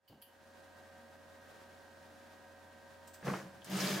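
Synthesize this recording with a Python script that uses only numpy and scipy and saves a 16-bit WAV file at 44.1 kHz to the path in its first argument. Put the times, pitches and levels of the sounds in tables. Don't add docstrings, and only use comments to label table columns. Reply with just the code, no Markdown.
import sys
import numpy as np
from scipy import signal
from scipy.fft import rfft, irfft
from scipy.io import wavfile
from scipy.ndimage import uniform_filter1d

SR = 44100
rng = np.random.default_rng(int(sys.argv[2]) if len(sys.argv) > 2 else 0)


def generate_wav(sig):
    pcm = np.round(np.clip(np.atleast_2d(sig).T, -1, 1) * 32767).astype(np.int16)
    wavfile.write(sys.argv[1], SR, pcm)


N = 176400
TIME = np.arange(N) / SR

# pitch in Hz, width in Hz, relative level in dB.
FRAME_RESONANCES = [(78, 44, -21), (140, 19, -1.5), (245.4, 23, -8.5), (304, 29, -5.5)]
HIT_ALIKE, RATTLE_ALIKE, BASS_ALIKE = 0.63, 0.76, 0.98


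def from_db(db):
    return 10 ** (np.asarray(db) / 20)


def unit_power(x):
    return x / np.sqrt(np.mean(x ** 2) + 1e-20)


def pan(db):
    return from_db(np.array([[db], [-db]]) / 2)


def phase_of(hz):
    return 2 * np.pi * np.cumsum(hz) / SR


def move_gains(rows, edge_s=0.019):
    times, *columns = np.transpose(rows)
    moving = np.clip(np.minimum(TIME - times[0], times[-1] + edge_s - TIME) / edge_s, 0, 1)
    return [moving * from_db(np.interp(TIME, times, db)) for db in columns]


def drift(rate_hz):
    pole = np.exp(-80 * np.pi * rate_hz / SR)
    jitter = rng.standard_normal(N // 40 + 2002)
    slow = signal.lfilter([1], [1, -2 * pole, pole * pole], jitter)[2000:]
    return np.interp(np.arange(N) / 40, np.arange(len(slow)), unit_power(slow))


def stereo(pair, alike):
    middle, sides = pair
    return np.sqrt((1 + alike) / 2) * middle + np.sqrt((1 - alike) / 2) * sides * np.array([[1], [-1]])


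def noise(alike):
    return stereo(rng.standard_normal((2, N)), alike)


def colour(x, spectrum):
    hz, db = np.transpose(spectrum)
    freqs = np.maximum(np.arange(N // 2 + 1) * SR / N, 1)
    gains = from_db(np.interp(np.log(freqs), np.log(hz), db))
    roll_off = np.minimum(freqs / hz[0], 1) ** 2 * np.minimum(hz[-1] / freqs, 1) ** 2
    return unit_power(irfft(rfft(x) * gains * roll_off, N))


def resonate(x, hz, width_hz):
    pole = np.exp(-np.pi * width_hz * np.sqrt(2) / SR)
    section = [1, 0, -1, 1, -2 * pole * np.cos(2 * np.pi * hz / SR), pole * pole]
    return unit_power(signal.sosfilt([section, section], x))


def resonances(x, rows):
    return sum(from_db(db) * resonate(x, hz, width) for hz, width, db in rows)


def contacts(per_s, spread_db, alike):
    sizes = from_db(spread_db * np.minimum(rng.exponential(1, N), 4)) * rng.choice([-1, 1], N)
    impacts = unit_power(sizes * (rng.random(N) < per_s / SR))
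    return stereo([impacts, rng.standard_normal(N)], alike)


def decay(start, t60):
    return np.exp(-np.log(1000) * np.maximum(TIME - start, 0) / t60)


def strike(start, t60, tail_db, tail_t60):
    return (TIME >= start) * np.hypot(decay(start, t60), from_db(tail_db) * decay(start, tail_t60))


def fans(turns_per_s=78.33, hum_hz=88.7):
    # multiple of the turning rate, level in dB.
    blade_tones = [(7, -64), (8, -71.5), (12, -75), (16, -77), (20, -69.5), (21, -74), (24, -74)]
    # pitch in Hz, width in Hz, level in dB.
    housing_resonances = [(234.1, 17, -71.5), (291.6, 8.3, -76.5), (741.7, 26, -69.5), (934.4, 24, -71),
                          (1017, 9.6, -77)]
    # frequency in Hz, relative level in dB.
    air_spectrum = [(25, -22), (86, -17), (140, -12.5), (227, -8.5), (482, -11), (580, -8), (848, -11.5),
                    (1340, -15), (1570, -10.5), (2170, -19.5), (3950, -22.5), (5300, -25), (15500, -35.5)]
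    turn = phase_of(turns_per_s * (1 + 0.00042 * drift(1.62)))
    tones = sum(from_db(db + 0.85 * drift(3.9)) * np.sin(multiple * turn + rng.uniform(0, 2 * np.pi))
                for multiple, db in blade_tones)
    hum = from_db(-70.5 + 0.9 * drift(3.4)) * np.sin(2 * np.pi * hum_hz * TIME)
    housing = resonances(noise(alike=0.55), housing_resonances)
    air = from_db(-60.5 + 1.04 * drift(8.5)) * colour(noise(alike=0.55), air_spectrum)
    return np.sqrt(2) * (tones + hum) + housing + air


def button(bounce_s=0.0053, bounce_db=6):
    # start in seconds, snap level in dB, which spectrum to use, spring level in dB.
    clicks = [(0.078, -52.5, 0, -56), (0.217, -50.5, 1, -59.5), (3.072, -62.5, 2, -85),
              (3.136, -60, 2, -85)]
    # frequency in Hz, relative level in dB.
    click_spectra = [
        [(2200, -9), (3000, -8), (3900, -10), (4700, 6), (5500, -16), (9500, -13), (11200, -5), (13000, -7),
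         (14900, -1), (15700, -6)],
        [(2200, -17), (3000, 0), (3900, -17), (4700, -3), (5500, -20), (9000, -20), (9800, -5), (11500, 1.5),
         (13500, -7), (14700, -4), (15600, -16)],
        [(1000, -8), (3500, -9), (7000, -6.5), (8100, 1.5), (9300, -10), (11500, -16), (14400, -5),
         (15700, -14)],
    ]
    # pitch in Hz, relative level in dB, seconds to fall by 60 dB.
    spring_tones = [(2975, 4, 0.37), (4560, -8, .24), (12120, -6, 0.23)]
    sound = 0
    for start, db, kind, ring_db in clicks:
        snap, bounce = (strike(at, t60=0.069, tail_db=-5.5, tail_t60=0.25)
                        for at in (start, start + bounce_s))
        loudness = np.hypot(snap, from_db(bounce_db) * bounce)
        crack = loudness * colour(noise(HIT_ALIKE), click_spectra[kind])
        shiver = noise(HIT_ALIKE)
        ring = sum(from_db(level) * decay(start, t60) * resonate(shiver, hz, width_hz=200)
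                   for hz, level, t60 in spring_tones)
        sound += from_db(db) * crack + from_db(ring_db) * (TIME > start) * ring
    return sound


def thud(start=0.098, hold_s=0.029, db=-44.5):
    # frequency in Hz, relative level in dB.
    thud_spectrum = [(40, -19), (125, -4), (200, 0), (330, -5.5), (500, -11.5), (800, -10), (1500, -32),
                     (4000, -31)]
    loudness = (TIME > start) * decay(start + hold_s, t60=0.32)
    return from_db(db) * loudness * colour(noise(BASS_ALIKE), thud_spectrum)


def gantry():
    # time in seconds, then the levels of rumble, rattle and bearing hiss in dB.
    move_levels = [(3.22, -61, -66, -80), (3.252, -45.5, -49, -54.5), (3.284, -36.5, -41, -53.5),
                   (3.318, -38, -44, -54), (3.372, -48, -47.5, -55.5), (3.415, -56, -52, -60),
                   (3.472, -49, -58.5, -70), (3.505, -62, -66, -81), (3.64, -65, -69, -71)]
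    # frequency in Hz, relative level in dB.
    rattle_spectrum = [(150, -23), (330, 5), (520, 4), (800, 0.5), (1150, -0.5), (1800, -2.5), (2300, -8.5),
                       (3000, -16.5), (4500, -37)]
    hiss_spectrum = [(1500, -19), (3000, 4), (6000, 3), (8000, -2), (13500, -7.5), (15800, -10)]
    # start in seconds, level in dB.
    slack_knocks = [(3.227, -46.5), (3.27, -34.5), (3.278, -35), (3.298, -43), (3.336, -33.5)]
    main_resonance = (187.3, 24, 3.1)
    rumble_gain, rattle_gain, hiss_gain = move_gains(move_levels)
    blows = sum(from_db(db) * strike(start, t60=0.048, tail_db=-9.5, tail_t60=0.21)
                for start, db in slack_knocks)
    softened = uniform_filter1d(blows, size=40)
    knocks = softened * colour(noise(alike=0.9), rattle_spectrum)
    rumble = rumble_gain * frame(FRAME_RESONANCES + [main_resonance])
    return rumble + drive(rattle_gain, rattle_spectrum, hiss_gain, hiss_spectrum) + knocks


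def frame(rows):
    rumble = resonances(noise(BASS_ALIKE), rows)
    short_term_power = uniform_filter1d(np.mean(rumble ** 2, axis=0), size=2000)
    return rumble / np.sqrt(short_term_power + 1e-12)


def drive(rattle_gain, rattle_spectrum, hiss_gain, hiss_spectrum):
    belt = colour(contacts(per_s=1800, spread_db=1.5, alike=RATTLE_ALIKE), rattle_spectrum)
    balls = colour(contacts(per_s=9000, spread_db=2.5, alike=0.59), hiss_spectrum)
    return rattle_gain * belt + pan(1.4) * hiss_gain * balls


def head(drone_hz=190.8):
    # time in seconds, rattle level in dB, bearing hiss level in dB.
    run_levels = [(3.645, -57, -54), (3.685, -54, -59), (3.715, -46.5, -49.5), (3.76, -43, -46),
                  (3.81, -41.5, -40.5), (3.885, -39.5, -42), (3.95, -40.5, -43), (4.0, -43.5, -46.5)]
    # frequency in Hz, relative level in dB.
    rattle_spectrum = [(150, -35), (330, 5), (400, 4.5), (500, -6.5), (680, -1), (800, -4.5), (1300, -6.5),
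                       (1800, -8), (2500, -10), (3300, -8.5), (5000, -34)]
    hiss_spectrum = [(1800, -3), (3100, -3.5), (3800, -0.5), (5000, -3.5), (5600, -5), (6300, -1.5),
                     (7500, -6.5), (10000, -9.5), (13500, -10), (15800, -14)]
    # time in seconds, level in dB.
    drone_swells = [(3.675, -57), (3.712, -43), (3.758, -33), (3.792, -52), (3.818, -39.5), (3.852, -34),
                    (3.888, -53), (3.915, -38.5), (3.955, -38), (4.0, -54)]
    # time in seconds, pitch in Hz.
    whine_pitch = [(3.68, 199), (3.72, 298.7), (3.78, 438), (3.84, 554.6), (3.89, 611), (3.94, 593.6),
                   (4.0, 546)]
    # multiple of that pitch, level in dB relative to the rattle.
    whine_harmonics = [(1, -10), (2, -14), (3, -17), (4, -20)]
    # pitch in Hz, width in Hz, level in dB relative to the hiss.
    rail_resonances = [(606, 23, -16), (1260, 18, -14), (1679, 17, -13), (1852, 22, -15), (2293, 90, -13),
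                       (3055, 100, -17), (4855, 140, -11), (5220, 120, -11.5)]
    # start in seconds, level in dB, centre frequency in Hz, width in Hz.
    bearing_ticks = [(3.619, -58.5, 3090, 500), (3.645, -50, 5470, 9000), (3.699, -51, 13900, 4000),
                     (3.769, -44, 8100, 1800), (3.805, -37.5, 5440, 1000), (3.870, -36.5, 4510, 700)]
    rattle_gain, hiss_gain = move_gains(run_levels)
    swell, = move_gains(drone_swells)
    drone = swell * np.sin(phase_of(drone_hz * (1 + 0.00776 * drift(12.4))))
    motor_phase = phase_of(np.interp(TIME, *np.transpose(whine_pitch)))
    whine = rattle_gain * sum(from_db(db) * np.sin(k * motor_phase) for k, db in whine_harmonics)
    grit, rolling = noise(HIT_ALIKE), noise(RATTLE_ALIKE)
    rail = hiss_gain * resonances(rolling, rail_resonances)
    ticks = sum(from_db(db) * strike(start, t60=0.07, tail_db=-18, tail_t60=0.2)
                * resonate(grit, hz, width) for start, db, hz, width in bearing_ticks)
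    rumble = from_db(-6) * rattle_gain * frame(FRAME_RESONANCES)
    belt_and_bearings = drive(rattle_gain, rattle_spectrum, hiss_gain, hiss_spectrum)
    return np.sqrt(2) * (drone + whine) + rumble + belt_and_bearings + rail + ticks


def scene():
    return pan(-1) * fans() + button() + thud() + gantry() + head()


def record(dry, cutoff_hz=15800):
    fade = np.minimum(0.034 + TIME / 0.77, 1)
    low_pass = signal.ellip(12, 0.1, 80, cutoff_hz, fs=SR, output="sos")
    return signal.sosfilt(low_pass, dry * fade)


dry = scene()
out = record(dry)
generate_wav(out)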